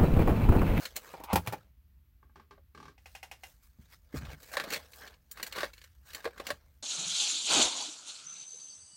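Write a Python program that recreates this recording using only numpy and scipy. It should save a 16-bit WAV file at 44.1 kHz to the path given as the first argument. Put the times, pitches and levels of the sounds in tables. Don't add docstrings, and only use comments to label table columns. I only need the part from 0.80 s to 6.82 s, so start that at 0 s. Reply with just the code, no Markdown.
import sys
import numpy as np
from scipy import signal
from scipy.fft import rfft, irfft, next_fast_len
from scipy.io import wavfile
from scipy.ndimage import map_coordinates

SR = 44100
rng = np.random.default_rng(int(sys.argv[2]) if len(sys.argv) > 2 else 0)


def master(y):
    cut = np.clip(np.atleast_2d(y).T, -1, 1)
    pcm = np.round(cut * 32767)
    wavfile.write(sys.argv[1], SR, pcm.astype(np.int16))


N = 265702
TIME = np.arange(N) / SR


def amp(db):
    return 10 ** (np.asarray(db) / 20)


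def unit(x):
    return x / np.sqrt(np.mean(x ** 2) + 1e-20)


def read(points, hz):
    table_hz, value = np.transpose(points)
    return np.interp(np.log(hz + 1), np.log(table_hz + 1), value)


def add(mix, start_s, sound):
    part = mix[max(round(start_s * SR), 0):][:len(sound)]
    part += sound[:len(part)]


def colour(x, points, size=2048):
    log_gain = np.log(amp(read(points, abs(np.fft.fftfreq(size, 1 / SR)))))
    taps = np.fft.ifft(np.exp(np.conj(signal.hilbert(log_gain)))).real
    return signal.oaconvolve(x, taps[:size // 2])[:len(x)]


def registers(x):
    size = next_fast_len(len(x) + SR // 20)
    hz = np.fft.rfftfreq(size, 1 / SR) + 1
    above_170, above_1000, above_5000 = (1 / (1 + (edge_hz / hz) ** 4) for edge_hz in (170, 1000, 5000))
    bands = np.array([above_170 - above_1000, above_1000 - above_5000, above_5000])
    return irfft(rfft(x, size) * bands, size)[:, :len(x)]


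def register_levels(level_db, weight_db, sharp_db):
    return amp(level_db + np.array([weight_db, 0, sharp_db]))


def resonate(x, hz, width_hz):
    turn = np.exp(2j * np.pi * np.cumsum(hz * np.ones(len(x))) / SR)
    pole = np.exp(-np.pi * width_hz / SR)
    return 2 * (turn * signal.lfilter([1 - pole], [1, -pole], x / turn)).real


def resonate_twice(x, hz, width_hz):
    return resonate(resonate(x, hz, width_hz), hz, width_hz)


def ring(modes, t, detune):
    shift, phase = rng.standard_normal(len(modes)), rng.random(len(modes))
    return sum(amp(db - 60 * t / t60_s) * np.sin(2 * np.pi * (hz * (1 + detune * k) * t + p))
               for (hz, db, t60_s), k, p in zip(modes, shift, phase))


def blows(rows, modes, spectrum, t60_s, alike, ring_db, crack_db, crack_s, rise_s, detune):
    out, t = np.zeros(N), np.arange(SR // 4) / SR
    head = slice(SR // 100)
    fade = amp(-60 * t / t60_s) + amp(crack_db) * np.exp(-t / crack_s)
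    onset = 1 - np.exp(-t / rise_s)
    shared_noise, shared_tones = rng.standard_normal(len(t)), ring(modes, t, detune)
    for start_s, level_db, weight_db, sharp_db in rows:
        noise = np.sqrt(alike) * shared_noise + np.sqrt(1 - alike) * rng.standard_normal(len(t))
        dense = colour(noise * fade, spectrum)
        tones = alike * shared_tones + (1 - alike) * ring(modes, t, detune)
        hit = (dense / dense[head].std() + amp(ring_db) * tones / tones[head].std()) * onset
        parts = registers(hit)
        gains = register_levels(level_db, weight_db, sharp_db) / parts[:, head].std(axis=1)
        add(out, start_s, gains @ parts)
    return out


def slips(rows, weight_db, sharp_db, brighten):
    hardest_db = max(level_db for start_s, level_db in rows)
    return [(start_s, level_db, weight_db, sharp_db + brighten * (level_db - hardest_db))
            for start_s, level_db in rows]


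def low_modes(rows, cycles, slope, rise_s, clatter_db, clatter_t60_s):
    out, t = np.zeros(N), np.arange(SR // 2) / SR
    onset = np.sin(np.pi / 2 * np.minimum(t / rise_s, 1)) ** 2
    for start_s, peak_db, hz in rows:
        t60_s = cycles * (hz / 100) ** slope / hz
        mode = amp(-60 * np.maximum(t - rise_s, 0) / t60_s) * np.sin(2 * np.pi * hz * t)
        rumble = unit(resonate_twice(rng.standard_normal(len(t)), hz, hz))
        clatter = rumble * amp(clatter_db - 60 * t / min(clatter_t60_s, 2 * t60_s))
        add(out, start_s, amp(peak_db) * onset * (mode + clatter))
    return out


# hz [Hz], density_db [dB per Hz]
HISS_SPECTRUM = [(20, -13), (45, -12.5), (65, -17.5), (110, -11), (250, -24), (500, -39.5), (2000, -38),
                 (4000, -43), (7500, -48.5), (10000, -49.5), (12000, -38.5)]
HISS_DB = -70.5
RUMBLE_HZ, RUMBLE_WIDTH_HZ, RUMBLE_DB = 59.5, 22, -61


def air():
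    hz = np.fft.rfftfreq(N, 1 / SR)
    hiss = irfft(rfft(rng.standard_normal(N)) * amp(read(HISS_SPECTRUM, hz)), N)
    rumble = irfft(rfft(rng.standard_normal(N)) / (1 + ((hz - RUMBLE_HZ) / RUMBLE_WIDTH_HZ) ** 4), N)
    return amp(HISS_DB) * unit(hiss) + amp(RUMBLE_DB) * unit(rumble)


STROKE_RISE_SHARE = 0.46
STROKE_FADE_DB, STROKE_ROUNDNESS = 17, 1.56


def swell(peak_s, length_s):
    rising, falling = (peak_s - TIME) / STROKE_RISE_SHARE, (TIME - peak_s) / (1 - STROKE_RISE_SHARE)
    away = np.maximum(rising, falling) / length_s
    return amp(-STROKE_FADE_DB * np.minimum(away, 10) ** STROKE_ROUNDNESS)


# peak_s [s], length_s [s], level_db [dB at 1-5 kHz], weight_db [dB], sharp_db [dB]
PAPER_STROKES = [(0.032, 0.18, -52, -7, 0), (0.169, 0.039, -57, 6, 4), (0.263, 0.35, -58.5, 0, -1),
                 (0.698, 0.27, -60.5, 3.5, -4), (2.313, 0.2, -76, -16.5, 9.5), (2.68, 0.18, -70, -4.5, 9),
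                 (2.848, 0.11, -73, -19, 8.5), (3.045, 0.13, -69.5, -14.5, 0), (3.129, 0.068, -60, -12, 3),
                 (3.367, 0.088, -49, -3, -3), (3.443, 0.27, -58, 1.5, -7.5), (3.519, 0.058, -49, -1, -6.5),
                 (3.639, 0.15, -61.5, -2, 6.5), (3.735, 0.15, -53, -2.5, 4.5), (3.82, 0.24, -49.5, 1.5, -8),
                 (3.938, 0.12, -42, -3.5, -4), (4.05, 0.15, -62, -4.5, -4), (4.181, 0.23, -65.5, -8, 11),
                 (4.245, 0.19, -57.5, 3, -9.5), (4.609, 0.18, -54.5, -3, -5), (4.673, 0.05, -52.5, -6, 5.5),
                 (4.793, 0.17, -42, -5, -7.5), (5.0, 0.36, -69.5, -24.5, 2), (5.293, 0.12, -63, -9.5, 4),
                 (5.392, 0.15, -53.5, -6, -7), (5.602, 0.45, -63.5, 3.5, -6),
                 (5.69, 0.098, -48.5, -2, -6.5)]
HELD_FROM_S, HELD_DB, HELD_SHARP_DB = 2.2, -88, 9


def effort():
    power = np.outer(register_levels(HELD_DB, 0, HELD_SHARP_DB) ** 2, TIME > HELD_FROM_S)
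    for peak_s, length_s, level_db, weight_db, sharp_db in PAPER_STROKES:
        stroke_power = register_levels(level_db, weight_db, sharp_db) ** 2
        power += np.outer(stroke_power, swell(peak_s, length_s) ** 2)
    return np.sqrt(power)


# hz [Hz], density_db [dB per Hz]
PAPER_SPECTRUM = [(100, 6), (330, -9), (520, -3), (900, -6), (1600, -2.5), (3100, -8), (4100, -6.5),
                  (6000, -8), (10000, -13.5), (15000, -8.5)]
# hz [Hz], level_db [dB], t60_s [s]
BOX_RINGS = [(469.2, -1, .07), (555.2, -0.5, 0.11), (798, -6, 0.1), (1127, 5.5, 0.035), (1573, 0.5, 0.062),
             (1803, 1, 0.038), (2100, -2.5, 0.051), (2750, -23.5, .06), (3650, -6, 0.011)]


def crackle(slips_per_s=750, spread_db=4.0, clump_db=7, clump_s=.025, snap_t60_s=0.026,
            box_db=-10, detune=.07, edges=14):
    out, t, knots = np.zeros(N), TIME[:SR // 12], np.arange(1024)
    for _ in range(edges):
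        clumps = amp(clump_db * np.clip(rng.standard_normal(len(knots)), -2, 2))
        busy = np.interp(TIME / clump_s, knots, clumps)
        slipping = rng.random(N) < busy / busy.mean() * slips_per_s / edges / SR
        sizes = amp(spread_db * np.minimum(rng.exponential(1, N), 3)) * rng.choice([-1, 1], N)
        snap = colour(rng.standard_normal(len(t)) * amp(-60 * t / snap_t60_s), PAPER_SPECTRUM)
        edge = unit(snap) + amp(box_db) * unit(ring(BOX_RINGS, t, detune))
        out += signal.oaconvolve(slipping * sizes, edge)[:N]
    return unit(out)


def shifting(x, patchy_db=4, patch_s=.022, even_hz=4500, count=48):
    hz, t, z = signal.stft(x, SR, nperseg=256)
    band = np.log1p(hz / 1000) / np.log1p(hz[-1] / 1000) * count
    grid = np.meshgrid(band, t / patch_s, indexing="ij")
    random_map = rng.standard_normal((count + 1, 1024))
    patches = unit(map_coordinates(random_map, grid, order=1, mode="nearest"))
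    gain = amp(patchy_db * patches / np.hypot(1, hz / even_hz)[:, None])
    level_gain = gain / np.sqrt(np.mean(gain ** 2, axis=0))
    return signal.istft(z * level_gain, SR, nperseg=256)[1][:N]


def rustle(rub_db=-9):
    rub = unit(colour(rng.standard_normal(N), PAPER_SPECTRUM))
    parts = registers(shifting(crackle() + amp(rub_db) * rub))
    return sum(unit(part) * level for part, level in zip(parts, effort()))


# start_s [s], level_db [dB at 1-5 kHz], sharp_db [dB]
CASE_CLICKS = [(0.0535, -38, -5), (0.067, -60, -21), (0.158, -52, 8), (0.163, -40.5, 8), (0.173, -49.5, 3),
               (3.451, -52.5, -26), (3.903, -40.5, -2.5), (3.924, -43.5, 1), (3.934, -36, -1),
               (3.942, -36.5, -9), (3.96, -43, -4), (4.133, -53, -16), (4.275, -50.5, -13),
               (4.339, -62, -22), (4.513, -56.5, 17), (4.6279, -37, 1.5), (4.665, -46, -2),
               (4.7241, -42, -6.5), (4.9335, -53.5, -4.5), (4.979, -56.5, -7), (5.015, -55.5, -8),
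               (5.0397, -55, -2.5), (5.304, -54.5, -5), (5.3323, -50, 0), (5.3468, -41.5, 1.5),
               (5.667, -38.5, -5.5)]
# hz [Hz], level_db [dB], t60_s [s]
CASE_RINGS = [(520, -2.5, .04), (1086, -2.5, 0.0243), (1585, -5, 0.047), (1940, -9, 0.057),
              (2214, -1.5, 0.0425), (2850, -0.5, 0.043), (4450, -2.5, 0.018), (4260, 10, 0.02),
              (5890, 2, 0.041)]
# hz [Hz], density_db [dB per Hz]
CASE_SPECTRUM = [(120, -39), (200, -6.5), (538, -9.5), (806, -24), (1250, -15.5), (1650, -5), (3560, -6.5),
                 (4200, -2.5), (6400, -12), (6880, 0), (9750, -6.5), (14900, -1.5), (16000, 0.5)]


def plastic_clicks(weight_db=-16.5):
    rows = [(start_s, level_db, weight_db, sharp_db) for start_s, level_db, sharp_db in CASE_CLICKS]
    return blows(rows, CASE_RINGS, CASE_SPECTRUM, t60_s=0.062, alike=0, ring_db=-7.5,
                 crack_db=-7.0, crack_s=0.007, rise_s=0.00099, detune=0.0478)


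# time_s [s], level_db [dB], scrape_hz [Hz]
DRAWER_SLIDE = [(.32, -74, 640), (.36, -58, 714), (.42, -55.5, 890), (.47, -52.5, 950), (0.494, -44.5, 910),
                (.508, -35, 880), (.528, -33.5, 980), (.54, -62, 912)]


def slide(width_hz=430, grain_per_s=260, upper_ratio=2.3, upper_db=-11):
    time_s, level_db, scrape_hz = np.transpose(DRAWER_SLIDE)
    pitch_hz = np.interp(TIME, time_s, scrape_hz)
    drive = rng.standard_normal(N) * (0.14 + (rng.random(N) < grain_per_s / SR))
    main = unit(resonate_twice(drive, pitch_hz, width_hz))
    upper = unit(resonate_twice(drive, upper_ratio * pitch_hz, upper_ratio * width_hz))
    moving = (TIME > time_s[0]) * (TIME < time_s[-1])
    return (main + amp(upper_db) * upper) * amp(np.interp(TIME, time_s, level_db)) * moving


# start_s [s], level_db [dB at 1-5 kHz], weight_db [dB], sharp_db [dB]
DRAWER_BLOWS = [(0.338, -55, 11.5, -12), (0.377, -65.5, 11, -13), (0.401, -63.5, 15.5, 2),
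                (0.437, -50.5, 2, 5), (0.5303, -39.5, 11, 7), (0.557, -31, 6, 1.5), (0.571, -38, -9, -15),
                (0.579, -47, 6, -2), (0.6625, -51, -3, -1), (0.673, -37, -6, -3), (0.7243, -47, 6, 2.5),
                (0.7325, -44, 6.5, -7)]
# hz [Hz], level_db [dB], t60_s [s]
DRAWER_RINGS = [(400, -7, .06), (520, -4, .05), (825, -2, .045), (885, -2, .04), (1140, -9, .05),
                (1416, -12, .07), (1850, -11, .05), (2439, -8, .06)]
# hz [Hz], density_db [dB per Hz]
DRAWER_SPECTRUM = [(88, -37), (150, -4), (524, -14), (702, -5), (888, 2.5), (1060, -11), (1760, -15.5),
                   (2550, -16.5), (8230, -33), (12400, -29), (16000, -28.5)]


def drawer_knocks():
    return blows(DRAWER_BLOWS, DRAWER_RINGS, DRAWER_SPECTRUM, t60_s=0.073, alike=0.14, ring_db=-3.0,
                 crack_db=-4.5, crack_s=0.001, rise_s=0.00066, detune=0.013)


# start_s [s], peak_db [dB], mode_hz [Hz]
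PANEL_BOOMS = [(0.531, -23, 188.5), (0.5318, -22, 86.7), (0.533, -31.5, 271), (0.5575, -24, 870),
               (0.559, -28, 176), (0.56, -30.5, 71), (0.676, -29, 110.6), (0.7325, -30.5, 855),
               (4.8315, -26.5, 585), (5.459, -27.5, 474), (5.704, -28.5, 590)]


def booms():
    return low_modes(PANEL_BOOMS, cycles=17.6, slope=0.39, rise_s=0.0025, clatter_db=-13, clatter_t60_s=0.087)


# start_s [s], level_db [dB at 1-5 kHz]
BOX_CREAKS = [(1.4275, -65.5), (1.495, -73.5), (1.557, -58.5), (1.597, -59.5), (1.709, -57.5)]
# hz [Hz], level_db [dB], t60_s [s]
CREAK_RINGS = [(404, 6, 0.17), (853, 14, 0.062), (1050, 6, 0.082), (1290, -22, 0.057), (1579, 11.5, 0.077),
               (1734, 5, 0.039), (2260, 0, 0.07)]
# hz [Hz], density_db [dB per Hz]
CREAK_SPECTRUM = [(88, -9.5), (150, 6.5), (964, -16.5), (1120, -1.5), (1410, -14), (1580, -10.5),
                  (1870, -15.5), (4400, -30), (8390, -50), (14000, -60)]
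RUN_START_S, RUN_GAP_S, RUN_DB, RUN_COUNT = 1.948, 0.0265, -56.5, 6


def creaks():
    run = [(RUN_START_S + k * RUN_GAP_S, RUN_DB) for k in range(RUN_COUNT)]
    rows = slips(list(BOX_CREAKS) + run, weight_db=-0.5, sharp_db=-8, brighten=2)
    return blows(rows, CREAK_RINGS, CREAK_SPECTRUM, t60_s=0.19, alike=0.45, ring_db=-3.5,
                 crack_db=5.5, crack_s=0.0021, rise_s=0.0011, detune=0.0095)


# start_s [s], level_db [dB at 1-5 kHz], weight_db [dB], sharp_db [dB]
BOX_BLOWS = [(1.778, -76.5, 15.5, -18.5), (3.737, -42.5, -10, -7), (3.7688, -29.5, -7.5, -14),
             (3.798, -34, -24, -13.5), (3.838, -45.5, -6, -5), (4.218, -52.5, -12, -24.5),
             (4.5724, -49, -17, -8.5), (4.598, -47, -8, -28), (4.759, -46, -2, -6), (4.777, -46, 5, -16),
             (4.784, -37, -30, -13), (4.805, -35.5, -26, -14), (4.8313, -33.5, -6.5, -18),
             (4.842, -41.5, -11, -9.5), (5.443, -44.5, -7, -9.5), (5.453, -37.5, -2.5, -17),
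             (5.463, -48, -1, -26), (5.474, -49.5, 8, -14), (5.5781, -49, -14, -10.5),
             (5.598, -45.5, 5, -9.5), (5.7035, -32.5, -15.5, -10)]
# hz [Hz], density_db [dB per Hz]
BOX_SPECTRUM = [(120, -12.5), (200, -14.5), (334, -4), (558, -0.5), (916, -11.5), (1120, -4.5),
                (1320, -7.5), (1740, -4), (2380, -11), (3070, -15), (3970, -9.5), (6170, -21.5),
                (6880, -19.5), (16000, -26.5)]


def box_knocks():
    return blows(BOX_BLOWS, BOX_RINGS, BOX_SPECTRUM, t60_s=0.061, alike=0, ring_db=-1.5,
                 crack_db=-19.5, crack_s=0.0016, rise_s=0.00058, detune=0.016)


# start_s [s], level_db [dB at 1-5 kHz]
TICKS = [(2.179, -63.5), (2.2578, -52.5), (2.3505, -47.5), (2.429, -46.5), (2.5135, -46.5), (2.6345, -47.5)]
# hz [Hz], level_db [dB], t60_s [s]
HANDLE_RINGS = [(781, 4.5, 0.036), (840, -4.5, 0.047), (2050, 4, 0.053), (2116, 1.5, 0.034),
                (2536, 11, 0.027), (2800, -5, 0.15)]
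# hz [Hz], density_db [dB per Hz]
HANDLE_SPECTRUM = [(180, -54), (300, -20), (645, -11), (814, -4), (1150, -15), (2070, -4), (4670, -11),
                   (4990, -6.5), (13500, -6), (16000, -10)]


def handle_ticks():
    rows = slips(TICKS, weight_db=-5, sharp_db=-10.5, brighten=0.48)
    return blows(rows, HANDLE_RINGS, HANDLE_SPECTRUM, t60_s=0.18, alike=0.67, ring_db=-3.5,
                 crack_db=-1, crack_s=0.0074, rise_s=0.00052, detune=0.0028)


# start_s [s], peak_db [dB], mode_hz [Hz]
BOX_THUDS = [(2.985, -51.5, 176), (2.993, -42.5, 72), (3.3401, -29.5, 264), (3.349, -33.5, 134),
             (3.369, -31, 70.3), (3.411, -36.5, 133), (3.432, -36.5, 71.5), (3.48, -38, 66.4),
             (3.528, -43, 149), (5.729, -45.5, 70)]


def thuds():
    return low_modes(BOX_THUDS, cycles=13, slope=0, rise_s=0.003, clatter_db=-7, clatter_t60_s=0.15)


# peak_s [s], length_s [s], level_db [dB]
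EDGE_DRAGS = [(3.776, 0.16, -44.5), (4.243, 0.088, -50.5), (4.587, 0.13, -56.5)]


def drags(wall_hz=1640, width_hz=380, catches_per_s=500):
    catches = rng.standard_normal(N) * (rng.random(N) < catches_per_s / SR)
    rasp = unit(resonate_twice(catches, wall_hz, width_hz))
    return rasp * sum(amp(level_db) * swell(peak_s, length_s) for peak_s, length_s, level_db in EDGE_DRAGS)


# hz [Hz], t60_s [s]
ROOM_DECAY = [(100, 0.46), (500, 0.11), (2000, 0.11), (6000, 0.18), (15000, 0.27)]


def room(x, first_s=0.006, taps_per_s=3000, treble_db=-4):
    length = SR // 2
    taps = rng.choice([-1., 1.], length) * (rng.random(length) < taps_per_s / SR) * (TIME[:length] > first_s)
    hz, t, z = signal.stft(taps, SR, nperseg=256)
    tail = signal.istft(z * amp(-60 * t / read(ROOM_DECAY, hz)[:, None]), SR, nperseg=256)[1]
    wet = signal.fftconvolve(x, tail / np.linalg.norm(tail))[:N]
    return colour(wet, [(3000, 0.0032), (12000, treble_db)])


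def scene(room_db=-14.5):
    dry = rustle() + plastic_clicks()
    dry += slide() + drawer_knocks() + booms()
    dry += creaks() + box_knocks() + handle_ticks()
    dry += thuds() + drags()
    return (dry + amp(room_db) * room(dry) + air())[None]


def record(dry, low_cut_hz=48, edge_hz=15950):
    thin = signal.sosfilt(signal.butter(2, low_cut_hz, "high", fs=SR, output="sos"), dry)
    band_limit = signal.firwin(511, edge_hz, window=("kaiser", 9), fs=SR)
    return signal.oaconvolve(thin, band_limit[None], "same")


dry = scene()
out = record(dry)
master(out)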